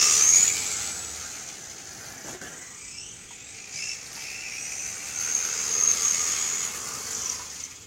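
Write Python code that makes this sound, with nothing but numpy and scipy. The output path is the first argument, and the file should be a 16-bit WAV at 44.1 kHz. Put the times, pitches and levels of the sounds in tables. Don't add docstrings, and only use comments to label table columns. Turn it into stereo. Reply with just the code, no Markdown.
import sys
import numpy as np
from scipy import signal
from scipy.fft import rfft, irfft, next_fast_len
from scipy.io import wavfile
from scipy.ndimage import uniform_filter1d, minimum_filter1d, map_coordinates

SR = 44100
rng = np.random.default_rng(int(sys.argv[2]) if len(sys.argv) > 2 else 0)


def output_pcm(signal):
    pcm = np.clip(np.atleast_2d(signal).T, -1, 1) * 32767
    wavfile.write(sys.argv[1], SR, np.round(pcm).astype(np.int16))


N = 346626
TIME = np.arange(N) / SR


def undb(db):
    return 10 ** (np.asarray(db) / 20)


def curves(table):
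    s, *columns = np.transpose(table)
    return [np.interp(TIME, s, c) for c in columns]


def unit(x):
    return x / np.sqrt(np.mean(np.abs(x) ** 2))


def colour(x, points):
    size = next_fast_len(N + 4096)
    hz, db = np.transpose(points)
    bins = np.maximum(np.arange(size // 2 + 1) * SR / size, 1)
    gain = undb(np.interp(np.log(bins), np.log(hz), db))
    return irfft(rfft(x, size) * gain, size)[..., :N]


def noise(points):
    return unit(colour(rng.standard_normal(N), points))


def walk(rate):
    return unit(np.interp(TIME * rate, np.arange(N), rng.standard_normal(N)))


def narrowband(hz, width_hz):
    envelope = walk(width_hz) + 1j * walk(width_hz)
    return np.real(envelope * np.exp(2j * np.pi * hz * TIME))


def gate(start, end, attack_s, release_s):
    rise = (TIME - start) / attack_s
    fall = (end - TIME) / release_s
    return np.clip(np.minimum(rise, fall) + .5, 0, 1)


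def held(table, attack_s, release_s):
    return sum(np.outer(values, gate(start, end, attack_s, release_s)) for start, end, *values in table)


def aspect(facing, tail, side, nose):
    front, back = np.clip(facing, 0, 1), np.clip(-facing, 0, 1)
    return np.sqrt(back) * noise(tail) + np.sqrt(1 - front - back) * noise(side) + np.sqrt(front) * noise(nose)


MESH_PER_TURN = 80


def throb(mesh_hz, depth_db=4.5, scatter_db=1.0, wobble=0.07):
    turns = np.cumsum(mesh_hz * (1 + wobble * walk(60))) / MESH_PER_TURN / SR
    size_db = np.interp(turns, np.arange(4096), rng.standard_normal(4096))
    return unit(undb(depth_db * np.cos(2 * np.pi * turns) + scatter_db * size_db))


# frequency in Hz, gain in dB.
GEAR_RADIATION = [(900, -14), (1500, -2), (2600, 1.5), (3500, -6.5), (4600, -4), (5300, 6.5), (6500, 1.5),
                  (8000, 5.5), (10000, -3), (12000, -19), (14000, -17)]
# frequency in Hz, relative level in dB.
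RASP = [(2500, -12), (3800, -3.5), (4600, -4.5), (5050, 3), (5550, 5), (6000, 8.5), (6400, 8.5),
        (6850, 8.5), (7500, 4), (8500, -2), (9500, -11), (12000, -17.5)]


def gears(mesh_hz, tone, bite, wander_hz=80, rattle=0.61, octave_db=-5, tone_db=-14.0, rasp_db=-14.0):
    tone = np.clip(tone, 0, 1)
    firmness = tone * (mesh_hz / 6500) ** 2
    slack = np.maximum(1.3 - firmness, .3) * np.sqrt(6500 / mesh_hz)
    phase = 2 * np.pi * np.cumsum(mesh_hz + wander_hz * slack * walk(250)) / SR
    first, second = (unit(1 + rattle * (walk(700) + 1j * walk(700))) for _ in range(2))
    fundamental = first * np.exp(1j * phase)
    octave = undb(octave_db) * second * np.exp(2j * phase)
    whine = unit(np.real(fundamental + octave))
    whine = colour(whine, GEAR_RADIATION) * bite * undb(tone_db)
    rasp_swell = unit(bite ** 0.66 * undb(1.3 * walk(600)))
    rasp = noise(RASP) * rasp_swell * undb(rasp_db)
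    return np.sqrt(tone) * whine + np.sqrt(1 - tone) * rasp


def drone(mesh_hz, tone, hz=2660, width_hz=150, capture_hz=120, db=-14.0):
    ring = narrowband(hz, width_hz)
    capture = np.exp(-((mesh_hz / 2 - hz) / capture_hz) ** 2 / 2)
    return undb(db) * np.sqrt(np.clip(tone, 0, 1)) * ring * capture


# frequency in Hz, width in Hz, level in dB relative to
PANELS = [(446.5, 130, -9, .12), (1216, 150, -4, 0.019), (1396, 350, -3, -0.95), (1443, 280, -2.5, 0.5),
          (2198, 150, -9.5, -0.19), (2330, 280, 0, -0.48), (2456, 300, -3, 1), (3325, 650, -9, -0.013),
          (4980, 320, -5, 0.2), (6100, 150, -.5, -1.2), (6770, 200, -11, -0.97)]
PANEL_BEAM = .17


def panels(facing, shell_db, swell_db=3.0):
    out = np.zeros(N)
    for hz, width_hz, db, aim in PANELS:
        beam = np.exp(-((facing - aim) / PANEL_BEAM) ** 2 / 2)
        out += undb(db + swell_db * walk(8)) * narrowband(hz, width_hz) * beam
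    return out * undb(shell_db)


# frequency in Hz, relative level in dB.
ROAR_TAIL = [(35, -22), (70, 8.5), (150, 5), (340, 3), (450, 2.5), (600, -0.5), (790, 6.5), (980, -7),
             (1250, -1), (1480, 1.5), (1700, 4), (2200, -3.5), (4000, -21)]
ROAR_SIDE = [(35, -24), (70, 5), (150, 2), (220, 4), (340, -2), (450, 5), (580, -5), (930, -1.5), (1220, 2),
             (1380, 1), (1500, -2), (1650, -4.5), (2200, -7), (4000, -20.5)]
ROAR_NOSE = [(35, -24), (70, 0.5), (150, 3.5), (340, -2), (490, 1.5), (620, -4), (790, 3), (980, -11.5),
             (1250, -4), (1480, -4), (1650, -4), (2200, -1.5), (4000, -33)]
# frequency in Hz, relative level in dB.
SHELL_TAIL = [(1300, -21), (1750, -17), (2050, 5.5), (2300, 3.5), (2650, -0.5), (2900, -3), (3600, -4.5),
              (4300, -3.5), (6000, -41), (9000, -37)]
SHELL_SIDE = [(1300, -14), (1800, 2), (2180, 6), (2380, 1), (2600, 5.5), (2900, -1), (3200, -5), (3600, -6),
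              (4300, -6.5), (6000, -3.5), (9000, -20)]
SHELL_NOSE = [(1300, -40), (1800, -9), (2050, -1), (2330, 5), (2480, 0), (2660, 4), (2950, -10),
              (3700, -12.5), (4300, -8.5), (6000, -3), (9000, -64)]
# frequency in Hz, relative level in dB.
GRIT = [(2500, -2.5), (4500, 17), (7000, 6), (9000, 9), (11000, 8), (12500, 6.5), (14000, -2), (15700, 0)]


def rolling(facing, bite, roar_db, shell_db, grit_db):
    roar = aspect(facing, ROAR_TAIL, ROAR_SIDE, ROAR_NOSE)
    shell = aspect(facing, SHELL_TAIL, SHELL_SIDE, SHELL_NOSE) * unit(bite ** 1.15)
    grit = noise(GRIT) * unit(undb(4.7 * walk(900)))
    bumps = unit(undb(1.8 * walk(90)))
    return roar * undb(roar_db) + bumps * (shell * undb(shell_db) + grit * undb(grit_db))


# start in seconds, end in seconds,
# first frequency in Hz, last frequency in Hz, relative level in dB.
CONTROLLER = [(-.1, .2, 8180, 8150, -33), (.33, 1.097, 7895, 7850, -38.5),
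              (2.505, 3.646, 8005, 8075, -47.5), (3.703, 4.451, 8247, 8230, -55),
              (4.5, 5.34, 8110, 8090, -43.5), (6.35, 6.688, 7955, 7880, -41)]
CONTROLLER_FADE_S = 0.17


def controller(mesh_hz, flutter_db=0.5, gain_db=-7.5, sideband_db=-10, motor_share=0.073):
    glide = []
    level = np.zeros(N)
    for start, end, first_hz, last_hz, db in CONTROLLER:
        glide += [(start, first_hz), (end, last_hz)]
        level += undb(db) * gate(start, end, CONTROLLER_FADE_S, CONTROLLER_FADE_S)
    hz, = curves(glide)
    chop = 2 * np.pi * np.cumsum(hz + 14 * walk(80)) / SR
    rotor = 2 * np.pi * np.cumsum(mesh_hz * motor_share) / SR
    tone = unit(np.sin(chop) + undb(sideband_db) * np.sin(chop + rotor))
    return tone * level * undb(gain_db + flutter_db * walk(30.1))


def scrub():
    # time in seconds, level in dB.
    slide = [(2.22, -80), (2.25, -39.5), (2.29, -38), (2.35, -43), (2.375, -68), (2.405, -59),
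             (2.417, -41), (2.46, -41), (2.53, -46), (2.65, -60)]
    # frequency in Hz, relative level in dB.
    spectrum = [(60, -13), (150, 6), (380, 5), (700, -2), (1000, -10.5), (1600, -2.5),
                (2400, -13), (4000, -14), (9000, -20), (15000, -28)]
    sliding = (TIME > slide[0][0]) & (TIME < slide[-1][0])
    return noise(spectrum) * undb(curves(slide)[0]) * sliding


# start in seconds, end in seconds, frequency in Hz, level in dB.
CHIRPS = [(4.15, 4.219, 900, -51), (7.211, 7.49, 1010, -50.5)]


def chirps(width_hz=85, fade_s=.04):
    out = np.zeros(N)
    for start, end, hz, db in CHIRPS:
        out += undb(db) * narrowband(hz, width_hz) * gate(start, end, fade_s, fade_s)
    return out


# time in seconds, relative peak level in dB, ring frequency in Hz.
CLACKS = [(2.9836, -22, 5400), (3.8906, -17, 5380), (5.3495, -13, 6500), (5.8089, -14.5, 6446),
          (5.8351, -10, 6460), (5.8745, -9.5, 6550), (5.8985, -13, 6326), (5.913, -9.5, 6420),
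          (6.0484, -14, 6570), (6.109, -14, 6380), (6.3183, -19, 6860), (7.1485, -20, 6020),
          (7.2574, -18, 5950), (7.2968, -15.5, 5883), (7.637, -20.5, 6144)]
# time in seconds,
# relative peak level in dB, ring frequency in Hz, 60 dB decay time in seconds.
KNOCKS = [(2.246, -35, 324, 0.075), (2.279, -46, 416, 0.06), (2.285, -28, 820, 0.028),
          (2.332, -34, 365, 0.16), (2.348, -29, 356, 0.086), (2.415, -22.5, 1549, 0.023),
          (2.45, -31.5, 1702, 0.069), (3.308, -36.5, 940, 0.034), (3.74, -42.5, 161, 0.57),
          (7.395, -29.5, 997, 0.083)]


def blows(clack_s=0.0022, clack_db=-9, knock_db=-1, crack=0.33):
    out = np.zeros(N)
    t = np.arange(SR // 5) / SR
    for s, db, hz in CLACKS:
        swell = (t / clack_s) ** 2 * np.exp(2 * (1 - t / clack_s))
        clack = undb(db + clack_db) * swell * np.sin(2 * np.pi * hz * t)
        out[int(s * SR):][:len(t)] += clack[:N - int(s * SR)]
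    for s, db, hz, t60 in KNOCKS:
        band = signal.butter(1, [hz / 2, hz * 2], "band", fs=SR, output="sos")
        body = signal.sosfilt(band, rng.standard_normal(len(t)))
        ring = (1 - crack) * np.sin(2 * np.pi * hz * t) + crack * unit(body)
        out[int(s * SR):][:len(t)] += undb(db + knock_db) * ring * np.exp(-np.log(1000) * t / t60)
    return out


def scatter(x, t60=0.07, bass_db=-12, size=4096):
    t = np.arange(SR // 4) / SR
    padded = np.pad(x, size)
    out = np.zeros((2, len(padded) + len(t)))
    for start in range(0, N + size, size // 2):
        envelope = np.minimum(t / 0.085, 1) * np.exp(-np.log(1000) * t / t60)
        echoes = rng.standard_normal((2, len(t))) * envelope
        echoes /= np.sqrt(np.sum(echoes ** 2, axis=1, keepdims=True))
        stretch = padded[start:start + size] * signal.windows.cosine(size)
        out[:, start:start + size + len(t) - 1] += signal.fftconvolve(stretch[None], echoes, axes=1)
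    spectrum = [(250, bass_db), (600, -2.5), (1200, 3.5), (3000, 9.0), (6500, -2.5), (10000, 11.5)]
    return colour(out[:, size:size + N], spectrum)


# frequency in Hz, relative level in dB.
STREET = [(20, -10), (38, -6), (60, 6.5), (78, -3), (100, 5.5), (160, -0.5), (230, -3), (450, -8),
          (1000, -61), (3000, -11), (15000, -52)]


def street(level_db=-53.0, side_db=-15, hum_hz=79):
    apart = colour(noise(STREET), [(25, 9), (70, -1), (200, 1)]) * np.array([[1], [-1]])
    swell = undb(1.2 * walk(2))
    air = noise(STREET) * swell + undb(side_db) * apart
    hum_db, = curves([(0, -62), (.5, -54), (1.2, -48), (1.6, -79), (7.86, -55)])
    hum = unit(np.sin(2 * np.pi * np.cumsum(hum_hz + 2.9 * walk(8)) / SR))
    return undb(level_db) * air + undb(hum_db) * hum


NEAR_M, CRUISE_HZ = 2.5, 6500


def loudness(law, metres, mesh_hz, facing):
    near_db, distance_db, speed_db, nose_db = law
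    spreading_db = distance_db * np.log2(metres / NEAR_M)
    return near_db + spreading_db + speed_db * np.log2(mesh_hz / CRUISE_HZ) + nose_db * facing


# time in seconds, gear mesh rate in Hz.
SPEED = [(0, 5340), (.27, 6446), (.52, 7114), (.9, 7820), (1.25, 6040), (1.6, 5820), (2.36, 1474),
         (2.6, 1804), (2.95, 2602), (3.12, 3224), (3.3, 3370), (3.52, 3945), (3.87, 5370), (4.3, 5157),
         (4.72, 6000), (5.3, 6414), (6, 6445), (6.66, 6820), (7.45, 1810), (7.86, 1320)]
# time in seconds, distance in metres, delay of the left port behind
# the right in ms, facing (-1 tail-on, 0 side-on, 1 nose-on).
PATH = [(0, 1.84, -0.062, -0.073), (.15, 2.14, -0.013, 0.05), (.4, 2.56, 0.24, -0.43),
        (.7, 4.24, .24, -0.75), (1.1, 6.8, 0.23, -0.89), (1.6, 10.2, .23, -1.1), (2.3, 12.3, 0.15, -1.15),
        (3, 15.4, .12, 0.53), (3.5, 13.4, 0.049, 1), (4.1, 10.3, 0.043, 0.8), (4.7, 7.05, 0.086, 0.96),
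        (5.5, 4.75, 0.058, 0.31), (5.9, 3.36, 0.037, 0.044), (6.4, 4.43, -0.018, -0.15),
        (7, 4.88, -0.15, 0.0061), (7.6, 4.32, -.21, -0.2), (7.86, 10, -.26, -0.09)]
# start in seconds, end in seconds,
# gear gain in dB, shell gain in dB, share of the gear sound that is tone from 0 to 1.
LOADS = [(-.1, .07, 9.5, 4.5, 0.21), (.07, .22, 7, 3, 0.14), (.22, .42, 10.5, 3.5, 0.81),
         (.42, .53, 5.5, 4.5, 0.7), (.53, .9, 2, 5, .1), (1.19, 1.5, 2, 2, 0.04), (2.25, 2.34, 8.5, 0, 0),
         (2.42, 2.75, 9.5, -4, 0.68), (2.75, 2.92, 7, -4, 0.45), (2.92, 3.03, 9, -6, 0.75),
         (3.03, 3.14, 8, -7, 0.84), (3.27, 3.52, 3.5, 0, 0.7), (3.72, 3.95, 8, 5, 0.29),
         (3.97, 4.16, -0.5, -2.5, 0.06), (4.19, 4.56, 1.5, 5, .28), (4.56, 4.92, 4, 1.5, .42),
         (5.16, 5.49, 6.5, 2, 0.74), (5.49, 5.69, 4.5, 1.5, 0.24), (5.69, 5.95, 6, 1, 0.91),
         (5.99, 6.13, 6.5, 1.5, 0.71), (6.13, 6.67, 4.5, 3, .4), (6.67, 7.08, -1, -0.5, 0.07),
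         (7.11, 7.38, 5, 2, 0.1), (7.57, 7.68, 2.5, 3, 0)]
LOAD_ATTACK_S, LOAD_RELEASE_S = 0.0538, 0.0583
COASTING_TONE = 0.033
# start in seconds, end in seconds, roar gain in dB, grit gain in dB.
SKIDS = [(1.92, 2.32, 7, 12.5), (2.41, 2.72, 6.5, -5), (4.05, 4.27, 3.5, 8.5), (6.82, 7.45, 3.5, 4.5)]
SKID_ATTACK_S, SKID_RELEASE_S = 0.24, 0.22
# relative level in dB at NEAR_M and CRUISE_HZ, dB per doubling of distance,
# dB per doubling of speed, extra dB nose-on.
GEAR_LAW = (-23, -6, 3, 0)
ROAR_LAW = (-39, -4.5, 3.6, -2)
SHELL_LAW = (-41, -5, 2.5, 1.5)
GRIT_LAW = (-38, -9, 5, 0.5)
PANEL_LOAD = 1.23
PANEL_THROB = 1.45
ECHO_DB, ECHO_DB_PER_DOUBLING = -6, 0.09


def scene():
    mesh_hz, = curves(SPEED)
    metres, lag_ms, facing = curves(PATH)
    gear_load_db, shell_load_db, tone = held(LOADS, LOAD_ATTACK_S, LOAD_RELEASE_S)
    roar_skid_db, grit_skid_db = held(SKIDS, SKID_ATTACK_S, SKID_RELEASE_S)
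    laws = (GEAR_LAW, ROAR_LAW, SHELL_LAW, GRIT_LAW)
    gear_db, roar_db, shell_db, grit_db = (loudness(law, metres, mesh_hz, facing) for law in laws)

    bite = throb(mesh_hz)
    drive = gears(mesh_hz, np.maximum(tone, COASTING_TONE), bite) * undb(gear_db + gear_load_db)
    body = rolling(facing, bite, roar_db + roar_skid_db, shell_db + shell_load_db, grit_db + grit_skid_db)
    rings = panels(facing, shell_db + PANEL_LOAD * shell_load_db)
    rings += drone(mesh_hz, tone) * undb(gear_db + gear_load_db + shell_load_db)
    car = drive + body + rings * unit(bite ** PANEL_THROB)
    car += controller(mesh_hz) + scrub() + chirps() + blows()

    lag = lag_ms * SR / 1000
    direct = np.array([map_coordinates(car, [np.arange(N) - side * lag / 2], order=3) for side in (1, -1)])
    echo_db = ECHO_DB + ECHO_DB_PER_DOUBLING * np.log2(metres / NEAR_M)
    return direct + scatter(car * undb(echo_db)) + street()


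# frequency in Hz, gain in dB.
LEFT_PORT = [(100, -4.5), (3800, 1.5), (4600, 8), (5400, 9), (6000, 12.5), (6600, 15), (7300, 13.5),
             (8100, 6.5), (9000, 7), (10000, -1.5), (14000, -2.5)]
RIGHT_PORT = [(100, -4), (3800, 1.5), (4800, 0.5), (5600, -0.5), (6500, -7), (7400, -1.5), (8300, 1.5),
              (10000, -2), (14000, -1)]
TOP_HZ = 15800


def record(dry):
    ports = np.array([colour(dry[0], LEFT_PORT), colour(dry[1], RIGHT_PORT)])
    room = .92 / np.maximum(np.abs(ports), .92)
    ports = ports * uniform_filter1d(minimum_filter1d(room, size=128), size=128)
    return signal.sosfilt(signal.ellip(10, .1, 80, TOP_HZ, fs=SR, output="sos"), ports)


dry = scene()
out = record(dry)
output_pcm(out)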